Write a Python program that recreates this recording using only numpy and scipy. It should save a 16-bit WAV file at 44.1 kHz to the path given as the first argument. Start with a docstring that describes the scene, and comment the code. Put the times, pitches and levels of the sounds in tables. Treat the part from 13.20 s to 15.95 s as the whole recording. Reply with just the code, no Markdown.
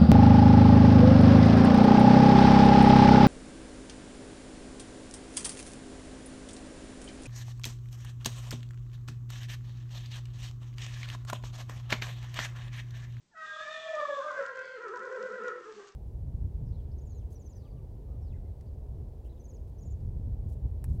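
"""In a wooden stall, a horse whinnies with two voices at once: a low vocal-fold tone and a high whistle.
The call starts as a held squeal, turns rough, then quivers about ten times a second as it sinks and fades.
Air hisses through the nostrils, the boards throw the call back, and straw crackles underfoot."""
import sys
import numpy as np
from scipy import signal
from scipy.fft import rfft, irfft
from scipy.io import wavfile

SR = 44100
rng = np.random.default_rng(int(sys.argv[2]) if len(sys.argv) > 2 else 0)


def dump_mix(stems):
    """Bounce the given channels to the path in sys.argv[1] as a 16-bit WAV at rate SR."""
    frames = np.atleast_2d(stems).T  # one column per channel
    limited = np.clip(frames, -1, 1)  # hard clip at full scale
    pcm = np.round(limited * 32767).astype(np.int16)
    wavfile.write(sys.argv[1], SR, pcm)


N = 121275
t = np.arange(N) / SR
TOP_HZ = 8300

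# faint scoop, held squeal, quivering tail
# (time [s], fundamental [dB], second harmonic [dB], whistle [dB], upper harmonics [dB])
SCOOP = [(.118, -66.5, -77, -75, -98), (.142, -60, -65, -77, -101)]
SQUEAL = [(0.158, -68, -54, -51.5, -62), (0.192, -58, -45.5, -51.5, -53.5), (0.296, -62, -40.5, -39, -49.5),
          (0.332, -50.5, -38, -51, -52.5), (0.438, -44.5, -39.5, -43, -45.5), (0.62, -48, -57, -47, -53.5),
          (0.69, -35, -49.5, -44, -60.5), (0.718, -39, -55, -63, -62), (0.742, -32.5, -47.5, -46, -44),
          (0.775, -34, -34.5, -49.5, -51), (0.805, -32.5, -31, -59.5, -40),
          (0.865, -36.5, -32, -44.5, -58.5), (0.912, -27, -41.5, -48, -44.5),
          (0.945, -39, -31.5, -47, -62.5), (0.988, -33.5, -40, -53, -55), (1.032, -54.5, -38, -42, -61.5),
          (1.06, -37.5, -36.5, -61, -77)]
QUIVER = [(1.08, -35.5, -31, -37.5, -65.5), (1.12, -43, -42.5, -41, -74.5), (1.19, -31, -44, -35, -54),
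          (1.268, -49, -60.5, -38, -50), (1.31, -42.5, -47.5, -47, -52.5), (1.35, -51.5, -58, -70, -51),
          (1.384, -42, -54, -40.5, -45.5), (1.518, -48, -61.5, -51.5, -51),
          (1.57, -41.5, -58.5, -47.5, -47.5), (1.602, -45, -52, -52, -53.5),
          (1.635, -46.5, -50.5, -37.5, -53.5), (1.675, -40, -56.5, -39, -54),
          (1.758, -43.5, -42.5, -45, -60), (1.804, -46.5, -51.5, -39, -68.5), (1.87, -40, -50, -42, -70.5),
          (1.955, -36.5, -50, -40, -65), (2.04, -37, -54.5, -41, -64), (2.212, -42, -55.5, -42, -52),
          (2.285, -36, -57.5, -33, -49.5), (2.335, -52.5, -67, -43.5, -58), (2.368, -41, -59.5, -38, -57.5),
          (2.41, -53.5, -74.5, -58, -67), (2.45, -48.5, -63.5, -48, -55), (2.5, -45, -50.5, -47.5, -57.5),
          (2.535, -56.5, -65.5, -72.5, -69), (2.604, -41.5, -53.5, -43.5, -75.5),
          (2.64, -62, -56, -54.5, -83), (2.7, -58, -65, -72, -83), (2.74, -95, -92, -89, -76)]
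# grit in the voice (time [s], roughness [0-1])
ROUGHNESS = [(.15, 0.15), (.3, 0.24), (.45, 0.35), (.62, 0.34), (.9, 0.31), (1.03, 0.61), (1.12, 0.57),
             (1.22, 0.7), (1.32, 0.93), (1.52, 0.56), (1.65, 0.66), (2.3, .75), (2.7, 1)]

def whinny():
    """Folds and whistle sing at unrelated pitches through the throat, with breath on top."""
    first, second, high, upper = (swell([*SCOOP, *SQUEAL, *QUIVER], column=k) for k in (1, 2, 3, 4))
    rough = curve(ROUGHNESS)
    flap, flap_rms = rattle()
    fold_hz, whistle_hz, dip = pitches(rough, flap)
    fold_phase = phase_of(fold_hz)
    low = vocal_folds(fold_phase, dip, rough, first, second, upper)
    low += undertones(fold_phase, fold_hz / (1 - dip))
    shrill = high * whistle(phase_of(whistle_hz), fold_phase)
    grit = high * rough * rasp(fold_phase)
    call = throat(low * flutter(rough) + shrill * flutter(rough) + grit) + growls()
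    return call * (1 + flap) / flap_rms + breath(fold_phase) + squeak()


# melodies of the two voices (time [s], pitch [Hz])
FOLD_PITCH = [(.12, 921), (.138, 843), (.149, 640.6), (.3, 625.2), (.45, 611.7), (.55, 634), (.71, 637.4),
              (.76, 608.4), (.81, 597), (.92, 574.3), (1.0, 560.4), (1.04, 619.3), (1.17, 568.4),
              (1.27, 529.1), (1.42, 519), (1.55, 513.7), (1.75, 499.5), (1.85, 521.3), (2.05, 522),
              (2.28, 507.7), (2.38, 487.6), (2.48, 436.7), (2.6, 407), (2.72, 396.2)]
WHISTLE_PITCH = [(.13, 1402), (.18, 1523), (.28, 1609), (.37, 1604), (.44, 1719), (.54, 1818), (.70, 1757),
                 (.81, 1760), (.92, 1690), (1.02, 1605), (1.10, 1544), (1.16, 1572), (1.22, 1440),
                 (1.3, 1391), (1.44, 1434), (1.72, 1421), (1.92, 1478), (2.28, 1435), (2.36, 1340),
                 (2.43, 1380), (2.48, 1260), (2.6, 1148), (2.7, 1185)]
# throat shakes (time [s], dip [share of fold pitch], half-width [s])
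SHAKES = [(1.014, 0.11, 0.013), (1.117, 0.12, 0.012), (1.225, 0.12, 0.018), (1.336, 0.089, 0.01815),
          (1.587, .18, .018), (1.692, 0.23, .032), (1.794, 0.2, 0.017), (1.895, 0.25, .017),
          (1.991, 0.24, .016), (2.103, .2, 0.015), (2.212, .18, 0.019), (2.307, .22, .014),
          (2.43, .26, 0.023), (2.545, 0.18, 0.017)]

def pitches(rough, flap):
    """Both voices dip at every shake of the throat and jitter as they roughen; the flap bends the folds."""
    dip = sum(depth * bump(at, width) for at, depth, width in SHAKES)
    waver = .01124 * wobble(rate_hz=26.86)
    jitter = .026 * rough * wobble(rate_hz=119.5)
    fold_hz = curve(FOLD_PITCH) * (1 - dip) * (1 + .012 * flap + waver + jitter)
    whistle_hz = curve(WHISTLE_PITCH) * (1 - .09 * np.tanh(dip / .066))  # dips by 9% at most
    whistle_hz *= 1 + .012 * rough * wobble(rate_hz=73.4)
    return fold_hz, whistle_hz, dip


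# ride on the third harmonic (time [s], gain [dB])
THIRD_RIDE = [(.15, -1.5), (.4, -13.5), (.55, -15), (1.0, -2.5), (1.2, 2), (1.55, -7), (1.8, 18.5),
              (2.7, -17.5)]
# balance of harmonics 4 to 8 (gain [dB])
UPPER_MIX = [-11.5, -17.5, -17.5, -24, -21.5]

def vocal_folds(phase, dip, rough, first, second, upper, duck_db=-5):
    """The folds buzz in eight harmonics: the fundamental ducks at each shake, the others flutter."""
    body = first * undb(.5 + duck_db * dip / dip.max()) * tone(phase)
    body += second * tone(2 * phase) * flutter(rough)
    gains = [undb(4 + curve(THIRD_RIDE)), *undb(UPPER_MIX)]
    return body + upper * sum(gain * tone(k * phase) * flutter(rough) for k, gain in enumerate(gains, 3))


# how strongly the voices modulate each other (time [s], sideband gain [dB])
COUPLING = [(.15, -29), (.35, -23.5), (.5, 0), (.63, 6), (.8, -1.5), (.95, -12), (1.2, -8), (2.7, -8)]

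def whistle(phase, fold_phase):
    """The high voice and the folds modulate each other, adding difference and sum tones."""
    sidebands = undb(-9.5) * tone(phase - fold_phase) + undb(-6.5) * tone(phase + fold_phase)
    sidebands += undb(-16.5) * tone(2 * phase - fold_phase)
    return undb(-3) * (tone(phase) + undb(curve(COUPLING)) * sidebands)


# half tone in the squeal, undertone in the tail (time [s], level [dB])
HALF_TONE = [(0.7, -75.5), (0.742, -60), (0.89, -63.5), (1.252, -75.5), (1.28, -73)]
UNDERTONE = [(1.58, -58), (1.72, -48), (1.9, -53), (2.1, -61), (2.35, -52), (2.5, -59)]

def undertones(fold_phase, unshaken_hz):
    """The folds swing at half rate in the squeal; a steadier tone sits beneath them as the call sinks."""
    half = tone(fold_phase / 2) + undb(14.5) * tone(1.5 * fold_phase)
    half *= swell(HALF_TONE) * undb(.5) * wobble(rate_hz=28)
    return half + swell(UNDERTONE) * tone(phase_of(.73 * unshaken_hz))


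# midrange bite (frequency [Hz], gain [dB])
RASP_EQ = [(600, -15.5), (850, -21.5), (1050, 15.5), (1400, 6), (1650, -8), (1950, -1), (2400, -5),
           (4000, -38)]

def rasp(fold_phase):
    """Gritty noise pulses with each swing of the folds."""
    return undb(-15.5) * noise(RASP_EQ) * (1 + np.cos(fold_phase))


# swing of the flap (time [s], depth [0-1])
RATTLE = [(.3, .1), (.9, .08), (1.3, .24), (2.3, .16)]

def rattle(rate_hz=48, scatter=.45):
    """A flap in the throat opens and shuts unevenly; returns its swing and the rms of 1 + swing."""
    depth = curve(RATTLE)
    phase = phase_of(rate_hz * (1 + scatter * wobble(rate_hz)))
    return depth * np.sin(phase), np.sqrt(1 + depth ** 2 / 2)


# throat resonances, mouth open and closed (frequency [Hz], gain [dB])
OPEN_EQ = [(200, -4.5), (640, -1), (710, 6), (800, -20.5), (900, -5.5), (1010, -1.5), (1400, -2), (1700, 4),
           (1950, 3.5), (2130, -3), (2400, -3), (2700, -1.5), (3500, -2.5)]
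CLOSED_EQ = [(200, -4), (280, -3.5), (350, -2.5), (540, 3.5), (620, -17), (780, -9.5), (900, -12.5),
             (1030, 5.5), (1120, -7.5), (1200, -18.5), (1320, -0.5), (1420, 2), (1490, -16), (1590, 8),
             (1730, -6), (1900, 2.5), (2120, -3), (2400, 1.5), (3500, -9)]
# crossfade between them (time [s], closed share [0-1])
CLOSING = [(1.15, 0.24), (1.32, 0.52)]

def throat(x):
    """The resonances shift as the mouth half closes for the quiver."""
    closed = curve(CLOSING)
    return (1 - closed) * equalise(x, OPEN_EQ) + closed * equalise(x, CLOSED_EQ)


# growls in the quiver (start [s], length [s], level [dB])
GROWLS = [(1.205, 0.032, -66.5), (1.781, 0.049, -65), (1.985, 0.087, -59), (2.098, 0.068, -58),
          (2.194, 0.064, -55.5), (2.527, 0.078, -64.5)]

def growls(pitch_hz=212.4, jitter=.07):
    """Short, low, unsteady tones sound under some of the later shakes."""
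    level = np.zeros(N)
    for at, length, db in GROWLS:
        progress = np.clip((t - at) / length, 0, 1)
        level += undb(db) * np.sqrt(np.abs(np.sin(np.pi * progress)))
    return level * tone(phase_of(pitch_hz * (1 + jitter * wobble(rate_hz=45))))


# breath hiss and nasal ring (time [s], level [dB])
HISS = [(0.17, -70.5), (0.26, -61.5), (0.33, -63.5), (0.41, -59), (1.26, -63.5), (1.26, -64.5), (1.28, -73),
        (1.48, -68.5), (1.59, -71.5), (2.06, -65.5), (2.23, -70), (2.28, -61.5), (2.32, -73), (2.54, -64),
        (2.69, -65.5), (2.74, -80)]
NOSE_LEVEL = [(0.15, -112), (0.23, -55), (0.4, -44.5), (0.49, -53), (0.54, -42), (.65, -47.5), (1.012, -53),
              (1.4, -83)]
# colour of the hiss (frequency [Hz], gain [dB])
HISS_EQ = [(150, -5), (350, 0.5), (800, 6.5), (1300, 14.5), (2200, 7), (3000, 7.5), (4200, 3.5), (6000, 4),
           (8500, -1.5)]
# melody of the ring (time [s], pitch [Hz])
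NOSE_PITCH = [(.22, 3676), (.35, 3473), (.44, 3648), (.53, 3623), (.58, 3466), (.7, 3370), (.85, 3500),
              (1.1, 3480)]
# pure tone against breathiness in the ring (time [s], purity [0-1])
NOSE_PURITY = [(.3, .2), (.38, 0.83), (.56, 0.7), (.75, 0.22)]

def breath(fold_phase):
    """Air hisses and whistles thinly in the nose, pulsing in time with the folds."""
    hiss = swell(HISS) * undb(4.5) * noise(HISS_EQ)
    purity = curve(NOSE_PURITY)
    phase = phase_of(curve(NOSE_PITCH) * (1 + .0054 * wobble(rate_hz=44)))
    breathiness = np.sqrt(1 - purity ** 2) * wobble(rate_hz=150)
    ring = swell(NOSE_LEVEL) * undb(-6.5) * (purity + breathiness) * tone(phase)
    return (hiss + ring) * (1 + .34 * np.cos(fold_phase))


# path of the squeak (time [s], pitch [Hz], level [dB])
SQUEAK = [(1.33, 2073, -66.5), (1.39, 2123, -69), (1.45, 2263, -60), (1.52, 2154, -66), (1.58, 2056, -64)]
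# its partials (ratio [x pitch], gain [dB])
SQUEAK_PARTIALS = [(1, 0), (1.5, -6), (2, -7), (2.2, -9)]

def squeak(jitter=.0089):
    """A faint, unsteady squeak rides on the sinking call."""
    phase = phase_of(curve(SQUEAK) * (1 + jitter * wobble(rate_hz=69)))
    partials = sum(undb(db) * tone(ratio * phase) for ratio, db in SQUEAK_PARTIALS)
    return swell(SQUEAK, column=2) * undb(-.5) * partials


# early reflections (delay [s], gain [linear])
BOARDS = [(.0047, 0.21), (.0093, 0.054), (0.0143, .18), (0.0205, 0.22)]

def stall(x, t60_s=.4, tail_db=-4):
    """The boards throw back early echoes and a short diffuse tail."""
    age = t[:SR // 2]
    tail = rng.standard_normal(len(age)) * np.exp(-np.log(1000) * age / t60_s) * np.minimum(age / .019, 1)
    response = tail / np.linalg.norm(tail) * undb(tail_db)
    for delay, gain in BOARDS:
        response[int(delay * SR)] += gain
    response[0] += 1  # direct sound
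    return signal.fftconvolve(x, response / np.linalg.norm(response))[:N]


# drop-outs of the fundamental (time [s], depth [0-1])
FUNDAMENTAL_DROPOUTS = [(0.38, 1), (.447, 0.89), (0.538, 0.78), (0.682, 0.97), (0.728, 0.99), (0.851, .7),
                        (.96, 0.8), (1.016, 0.7), (1.111, 0.5), (1.276, .6), (1.346, 0.65), (1.487, 0.66),
                        (1.531, .9), (1.626, 0.67), (2.081, 0.8)]
# gaps that part the tail into grunts, and drop-outs of the second harmonic (time [s])
GRUNT_GAPS = [2.437, 2.548, 3.2]
SECOND_DROPOUTS = [.21, .264, .291, .357, .384, .457, .535, .605, .696, .843]

def echo_dropouts(x, fundamental_hz=(280, 800), second_hz=(980, 1420)):
    """The two lowest harmonics drop out briefly as the stall's echo cancels the wavering tone."""
    x = duck_band(x, FUNDAMENTAL_DROPOUTS, fundamental_hz, width_s=.0075)
    x = duck_band(x, [(at, .6) for at in GRUNT_GAPS], fundamental_hz, width_s=.02)
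    return duck_band(x, [(at, .63) for at in SECOND_DROPOUTS], second_hz, width_s=.0075)


# snapping stalks (time [s], relative level [dB])
SNAPS = [(0.7536, -54), (1.263, -52.5), (1.3921, -58.5), (1.773, -57), (2.0267, -54.5), (2.2819, -53.5),
         (2.6729, -55.5)]
# dry, crisp colour (frequency [Hz], gain [dB])
STRAW_EQ = [(400, -6), (1500, -2.5), (3000, -5), (6000, -2.5), (8500, -8.5)]

def straw(crackles_per_s=30, start_s=.35, decay_s=.0019):
    """A few stalks snap underfoot and many more crackle faintly, each a tiny burst of noise."""
    draws = rng.random((int(crackles_per_s * N / SR), 2))
    crackles = [(start_s + when * (N / SR - start_s), -70 + 10 * force ** 2) for when, force in draws]
    kicks = np.zeros(N)
    for at, db in [*SNAPS, *crackles]:
        kicks[min(int(at * SR), N - 1)] += undb(db + 8)
    bursts = signal.lfilter([1], [1, -np.exp(-1 / (decay_s * SR))], kicks)
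    return colour(bursts * rng.standard_normal(N), STRAW_EQ)


# soft hush and low rumble (frequency [Hz], gain [dB])
HUSH_EQ = [(15, -65), (25, -27), (75, -6), (145, -7.5), (172, -16.5), (204, -13.5), (280, 6.5), (1040, -6),
           (6500, -28.5), (8500, -57.5), (11000, -87), (18700, -120)]
RUMBLE_EQ = [(25, -2.5), (70, -9), (130, -2), (220, -3), (400, -18.5)]

def room_tone():
    """A steady, quiet bed of noise lies under everything."""
    return undb(-81) * noise(HUSH_EQ) + undb(-74) * noise(RUMBLE_EQ)


def undb(db):
    """Decibels to gain."""
    return 10 ** (np.asarray(db) / 20)


def curve(table, column=1):
    """One column of a table, joined by straight lines in time."""
    rows = np.array(table, float)
    return np.interp(t, rows[:, 0], rows[:, column])


def swell(table, column=1, fade_s=.0041):
    """Gain from a dB column, fading out beyond its ends."""
    outside = np.maximum(table[0][0] - t, 0) + np.maximum(t - table[-1][0], 0)
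    return undb(curve(table, column)) * np.exp(-outside / fade_s)


def bump(at, width_s):
    """Bell-shaped envelope of height 1."""
    return np.exp(-((t - at) / width_s) ** 2)


def duck_band(x, dips, band_hz, width_s):
    """Pull one band down at each (time, depth) dip."""
    band = signal.sosfiltfilt(signal.butter(4, band_hz, "bandpass", fs=SR, output="sos"), x)
    return x - band * sum(depth * bump(at, width_s) for at, depth in dips)


def eq_gain(points):
    """Gain per spectrum bin from (Hz, dB) points."""
    hz, db = np.array(points, float).T
    return undb(np.interp(np.log(np.arange(N // 2 + 1) * SR / N + 1), np.log(hz), db))


def equalise(x, points):
    """Filter by an EQ curve."""
    return irfft(rfft(x) * eq_gain(points), N)


def colour(x, points):
    """EQ with the top rolled off, keeping the power of white noise."""
    gain = eq_gain(points) / (1 + (np.fft.rfftfreq(N, 1 / SR) / TOP_HZ) ** 20)
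    return irfft(rfft(x) * gain / np.sqrt(np.mean(gain ** 2)), N)


def noise(points):
    """Coloured noise of rms 1."""
    return colour(rng.standard_normal(N), points)


def wobble(rate_hz):
    """Random motion of spread 1, rolled off above the rate."""
    x = signal.sosfilt(signal.butter(2, rate_hz, fs=SR, output="sos"), rng.standard_normal(N))
    return x / x.std()


def flutter(rough, depth=.28):
    """Random tremolo that deepens with roughness at constant power."""
    return (1 + depth * rough * wobble(rate_hz=79)) / np.hypot(1, depth * rough)


def phase_of(hz):
    """Running phase of a moving pitch."""
    return 2 * np.pi * np.cumsum(hz) / SR


def tone(phase):
    """Sine of rms 1."""
    return np.sqrt(2) * np.sin(phase)


def scene():
    """The horse in its stall, over room tone and straw, in mono."""
    horse = echo_dropouts(stall(whinny()))
    return (horse + room_tone() + straw())[None]


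def record(dry):
    """A steep low-pass cuts the top."""
    return signal.sosfilt(signal.ellip(8, .2, 70, TOP_HZ, fs=SR, output="sos"), dry)


dry = scene()
out = record(dry)
dump_mix(out)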